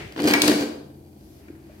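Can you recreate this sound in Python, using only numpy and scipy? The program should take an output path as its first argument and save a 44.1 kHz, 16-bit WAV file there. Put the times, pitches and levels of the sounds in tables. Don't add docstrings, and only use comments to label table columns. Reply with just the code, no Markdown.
import sys
import numpy as np
from scipy import signal
from scipy.fft import rfft, irfft
from scipy.io import wavfile

SR = 44100
rng = np.random.default_rng(int(sys.argv[2]) if len(sys.argv) > 2 else 0)


def waveform_to_disk(signal):
    frames = np.transpose(np.atleast_2d(signal))
    scaled = np.clip(frames, -1, 1) * 32767
    samples = np.round(scaled).astype(np.int16)
    wavfile.write(sys.argv[1], SR, samples)


N = 79380
T = np.arange(N) / SR
HZ = np.maximum(np.fft.rfftfreq(N, 1 / SR), 1)
CONTACT_LOW_CUT_HZ = 220


def amp(db):
    return 10 ** (np.asarray(db) / 20)


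def at_hz(table, hz):
    f, v = np.array(table, float).T
    return np.interp(np.log(hz), np.log(f), v)


def curve(table):
    return amp(np.interp(T, *np.array(table, float).T))


def fade(t60_s):
    return np.exp(-np.log(1000) * T / t60_s)


def high_pass(x, hz):
    return signal.sosfilt(signal.butter(2, hz, "high", fs=SR, output="sos"), x)


def convolve(a, b):
    return signal.fftconvolve(np.atleast_2d(a), np.atleast_2d(b), axes=1)[:, :N]


def add(out, start_s, sound):
    i = int(np.clip(start_s * SR, 0, N - 1))
    out[:, i:] += sound[..., :N - i]


APART_HZ = 623


def noise(colour):
    mid, side = rfft(rng.standard_normal((2, N)))
    apart = np.minimum((HZ / APART_HZ) ** 2 + 0.029, 1)
    signs = np.array([[1], [-1]])
    pair = (mid + signs * apart * side) / np.sqrt(1 + apart ** 2)
    y = irfft(pair * amp(at_hz(colour, HZ)), N)
    return y / y.std()


def ring(modes, phases):
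    out = 0
    for (hz, db, t60_s), phase in zip(modes, phases):
        out = out + amp(db) * fade(t60_s) * np.sin(2 * np.pi * hz * T + phase)
    return out


# t/s, deck thump gain/dB, mid clack gain/dB, bright snap gain/dB, tube ring gain/dB
KNOCK_EVENTS = [(0.1618, -29.5, -32, -49.5, -55.5), (0.1774, -25, -30.5, -46, -50),
                (0.1914, -30.5, -25.5, -55, -54.5), (0.1995, -18.5, -26, -55, -51.5),
                (0.2196, -23, -34.5, -32, -47.5), (0.240, -15.5, -27, -30, -62.5),
                (0.2528, -10, -26, -46.5, -58), (0.2783, -20.5, -22.5, -38.5, -61.5),
                (0.3027, -16, -18.5, -40, -34.5), (0.3196, -23, -20, -37, -28),
                (0.3360, -33.5, -12.5, -15, -12), (0.351, -16, -20, -40, -31.5),
                (0.4185, -20.5, -30.5, -7, -45.5), (0.4353, -15.5, -19.5, -35.5, -55),
                (0.455, -16, -24.5, -27.5, -54.5), (0.4789, -23.5, -23, -13, -56),
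                (0.4821, -12, -15.5, -27, -53), (0.4953, -12, -20, -36, -38),
                (0.5149, -18.5, -19.5, -30, -51), (0.5573, -19.5, -51, -43, -56),
                (0.6092, -17, -30, -30, -62), (0.6226, -26.5, -31, -41, -58), (0.7821, -34, -52, -73, -75),
                (0.9019, -41, -57, -75.5, -76)]
# f/Hz, relative level/dB, t60/s
DECK_MODES = [(153, -16, .1), (199.7, -14, 0.49), (233.8, -11, 0.39), (291, -9.5, 0.21), (308.2, 4, 0.081),
              (350.1, -6.5, 0.2), (391.3, -7.5, 0.17), (426.4, -5, 0.13), (500.9, -14, 0.26),
              (570, -18, 0.094), (666, -16.5, 0.1), (957, -19.5, 0.033)]
# f/Hz, relative level/dB, t60/s
TUBE_MODES = [(1361, -16.5, 0.13), (1544, -16, .08), (1678, -10, 0.059), (1913, -12.5, 0.31),
              (2260, 4, 0.0942), (2443, -1.5, 0.02), (2837, -19, .18), (4381, -16, 0.11)]
# f/Hz, relative density/(dB per Hz)
CLACK_COLOUR = [(40, -44), (150, -20), (400, -2.5), (650, 5.5), (1250, -4), (1600, 0), (2300, -8.5),
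                (3000, -3.5), (5000, -13), (15000, -60)]
# f/Hz, relative density/(dB per Hz)
SNAP_COLOUR = [(400, -29), (1500, -12.5), (2800, 1.5), (3500, 5), (4700, 6.5), (5700, 1), (6500, -1),
               (7700, -1.5), (11000, -4.5), (15500, -9.5)]
THUMP_RISE_T60_S, CONTACT_RISE_TAU_S = 0.016, 0.0005
CLACK_T60_S, CHATTER_DB, CHATTER_T60_S = 0.036, -23, 0.13
SNAP_LEFT_DB, SNAP_HOLD_S, SNAP_T60_S = 1, 0.0015, 0.013


def knocks():
    body, fittings = np.zeros((2, 2, N))
    deck = ring(DECK_MODES, np.zeros(len(DECK_MODES))) * (1 - fade(THUMP_RISE_T60_S))
    tube = ring(TUBE_MODES, rng.uniform(0, 2 * np.pi, (len(TUBE_MODES), 2, 1)))
    chatter = amp(CHATTER_DB) * fade(CHATTER_T60_S)
    rise = 1 - np.exp(-T / CONTACT_RISE_TAU_S)
    held_decay = np.exp(-np.log(1000) * np.maximum(T - SNAP_HOLD_S, 0) / SNAP_T60_S)
    burst = held_decay * amp([[SNAP_LEFT_DB], [-SNAP_LEFT_DB]])
    for start_s, thump_db, clack_db, snap_db, tube_db in KNOCK_EVENTS:
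        clack = noise(CLACK_COLOUR) * (fade(CLACK_T60_S) + chatter)
        snap = noise(SNAP_COLOUR) * (burst + chatter)
        contact = amp(clack_db) * clack + amp(snap_db) * snap + amp(tube_db) * tube
        add(fittings, start_s, rise * contact)
        add(body, start_s, amp(thump_db) * deck)
    return body + high_pass(fittings, CONTACT_LOW_CUT_HZ)


# t/s, level/dB
SLIDE_LEVEL = [(0.15, -57), (0.21, -36.5), (0.26, -25.5), (0.285, -19.5), (0.32, -24.5), (0.35, -50),
               (0.41, -33), (0.445, -28), (0.49, -24.5), (0.54, -36), (0.62, -33.5), (0.68, -60),
               (0.8, -69)]
# f/Hz, relative density/(dB per Hz)
SCRAPE_COLOUR = [(120, -30), (300, -4.5), (600, 11), (950, -5.5), (1600, 1.5), (2700, -3), (3800, -5.5),
                 (4700, -11.5), (6000, -7.5), (9500, -17), (15500, -14.5)]
# f/Hz, relative level/dB, t60/s
JOINT_MODES = [(1573, -10, 0.036), (2380, -5.5, .025), (4550, -1, .01), (4800, -1, .008), (12310, -9, .005)]
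CATCHES_PER_S, CATCH_SPREAD_DB = 1100, 4
JOINT_GAIN_DB, SCRAPE_T60_S = -5, 0.018


def pivots():
    hits = rng.random(N) < CATCHES_PER_S / SR
    sizes = rng.standard_normal(N) * amp(CATCH_SPREAD_DB * rng.standard_normal(N))
    catches = hits * sizes
    joint = amp(JOINT_GAIN_DB) * ring(JOINT_MODES, rng.uniform(0, 2 * np.pi, (len(JOINT_MODES), 2, 1)))
    click = high_pass(noise(SCRAPE_COLOUR) * fade(SCRAPE_T60_S) + joint, CONTACT_LOW_CUT_HZ)
    unit_click = click / np.sqrt(np.sum(click ** 2) / 2)
    return convolve(catches / catches.std() * curve(SLIDE_LEVEL), unit_click)


# t/s, bump f/Hz, bump level/dB, tick level/dB
TAP_EVENTS = [(1.483, 314, -40, -45), (1.501, 319, -31, -60), (1.553, 310, -46, -50.5),
              (1.639, 324, -42, -69.5), (1.696, 621, -44.5, -60.5)]
# f/Hz, relative density/(dB per Hz)
TICK_COLOUR = [(500, -4.5), (1100, -2), (1550, 4.5), (2400, 3.5), (3000, -21), (7000, -23), (15000, -41.5)]
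BUMP_PEAK_S, TICK_T60_S = 0.0036, 0.026


def taps():
    out = np.zeros((2, N))
    swell = T / BUMP_PEAK_S * np.exp(1 - T / BUMP_PEAK_S)
    for start_s, hz, bump_db, tick_db in TAP_EVENTS:
        bump = amp(bump_db) * swell * np.sin(2 * np.pi * hz * T)
        tick = amp(tick_db) * noise(TICK_COLOUR) * fade(TICK_T60_S)
        add(out, start_s, bump + tick)
    return out


# f/Hz, t60/s (negative: that band grows; it lies below the low cut)
ROOM_DECAY = [(100, -0.16), (300, 0.77), (1000, 0.6758), (2500, 0.47), (5000, 0.645), (9000, 0.4031),
              (15000, 0.43)]
# f/Hz, relative level/dB
ROOM_TONE = [(80, -21), (290, -5.5), (450, -4), (750, 1.5), (1500, 0.5), (4000, -3.5), (8000, 0.5),
             (15000, -5)]
ROOM_GAIN_DB, ROOM_BUILD_TAU_S, ROOM_LOW_CUT_HZ = -0.5, 0.008, 170


def garage():
    spectrum = rfft(noise([(20, 0), (20000, 0)]))
    colour = amp(at_hz(ROOM_TONE, HZ))
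    centres_hz = np.geomspace(62.5, 16000, 9)
    tail = 0
    for hz, share in zip(centres_hz, np.eye(len(centres_hz))):
        weight = np.interp(np.log(HZ), np.log(centres_hz), share)
        band = irfft(spectrum * weight * colour, N)
        decay = fade(at_hz(ROOM_DECAY, hz))
        tail = tail + band * decay / np.sqrt(np.sum(decay ** 2))
    build = 1 - np.exp(-T / ROOM_BUILD_TAU_S)
    return high_pass(amp(ROOM_GAIN_DB) * tail * build, ROOM_LOW_CUT_HZ)


# f/Hz, relative density/(dB per Hz)
FLOOR_COLOUR = [(25, -19), (45, -9.5), (59, 7), (70, -8), (84, -3.5), (110, -7.5), (140, 5.5), (165, -16.5),
                (202, 2.5), (240, -10.5), (320, 0), (500, -15.5), (750, -16), (1200, -33), (3000, -39),
                (7000, -38.5), (13000, -33.5), (16000, -40.5)]
# f/Hz, relative density/(dB per Hz)
ECHO_COLOUR = [(100, 6.5), (250, -4), (400, 3), (600, -5.5), (1150, -13), (2200, -4.5), (4000, -16.5),
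               (8000, -27.5), (15000, -39.5)]
# t/s, level/dB
RUSTLE_SWELL = [(1.1, -85.5), (1.36, -65.5), (1.46, -59), (1.55, -64), (1.64, -65), (1.72, -59),
                (1.8, -60.5)]
# f/Hz, relative density/(dB per Hz)
RUSTLE_COLOUR = [(200, 3), (600, 2.5), (1000, -1), (1600, 0), (2500, 0.5), (3200, -5.5), (7000, -13),
                 (15000, -35.5)]
# t/s, level/dB
AIR_SWELL = [(1.05, -78.5), (1.25, -63), (1.4, -61.5), (1.5, -82.5), (1.65, -77.5), (1.78, -66.5)]
# f/Hz, relative density/(dB per Hz)
AIR_COLOUR = [(1000, -22), (3000, -2.5), (5500, 1.5), (8000, -6.5), (13000, 0.5), (16000, -17.5)]
FLOOR_DB, HUM_DB, HUM_HZ = -47, -53, 83.5
ECHO_DB, ECHO_T60_S = -33.5, 0.63


def background():
    rumble = amp(FLOOR_DB) * noise(FLOOR_COLOUR)
    hum = amp(HUM_DB) * np.sqrt(2) * np.sin(2 * np.pi * HUM_HZ * T + rng.uniform(0, 2 * np.pi))
    echo = amp(ECHO_DB) * noise(ECHO_COLOUR) * fade(ECHO_T60_S)
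    rustle = noise(RUSTLE_COLOUR) * curve(RUSTLE_SWELL)
    hiss = noise(AIR_COLOUR) * curve(AIR_SWELL)
    return rumble + hum + echo + rustle + hiss


def scene():
    handle = knocks() + pivots() + taps()
    return handle + convolve(handle, garage()) + background()


# f/Hz, left minus right level/dB
MIC_BALANCE = [(60, 2), (200, 3), (380, 0), (700, 0.5), (1290, 5), (2400, 3.5), (4400, -1.5), (8100, 1.5),
               (15000, 6.5)]
LOW_CUT_HZ, TOP_HZ, PEAK_LIMIT = 76, 15800, 0.9


def record(dry):
    lean_db = at_hz(MIC_BALANCE, HZ) / 2
    balanced = irfft(rfft(dry) * amp(np.array([lean_db, -lean_db])), N)
    y = high_pass(balanced, LOW_CUT_HZ)
    y = y / (1 + (y / PEAK_LIMIT) ** 4) ** 0.25
    return signal.sosfilt(signal.ellip(8, 0.2, 70, TOP_HZ, fs=SR, output="sos"), y)


dry = scene()
out = record(dry)
waveform_to_disk(out)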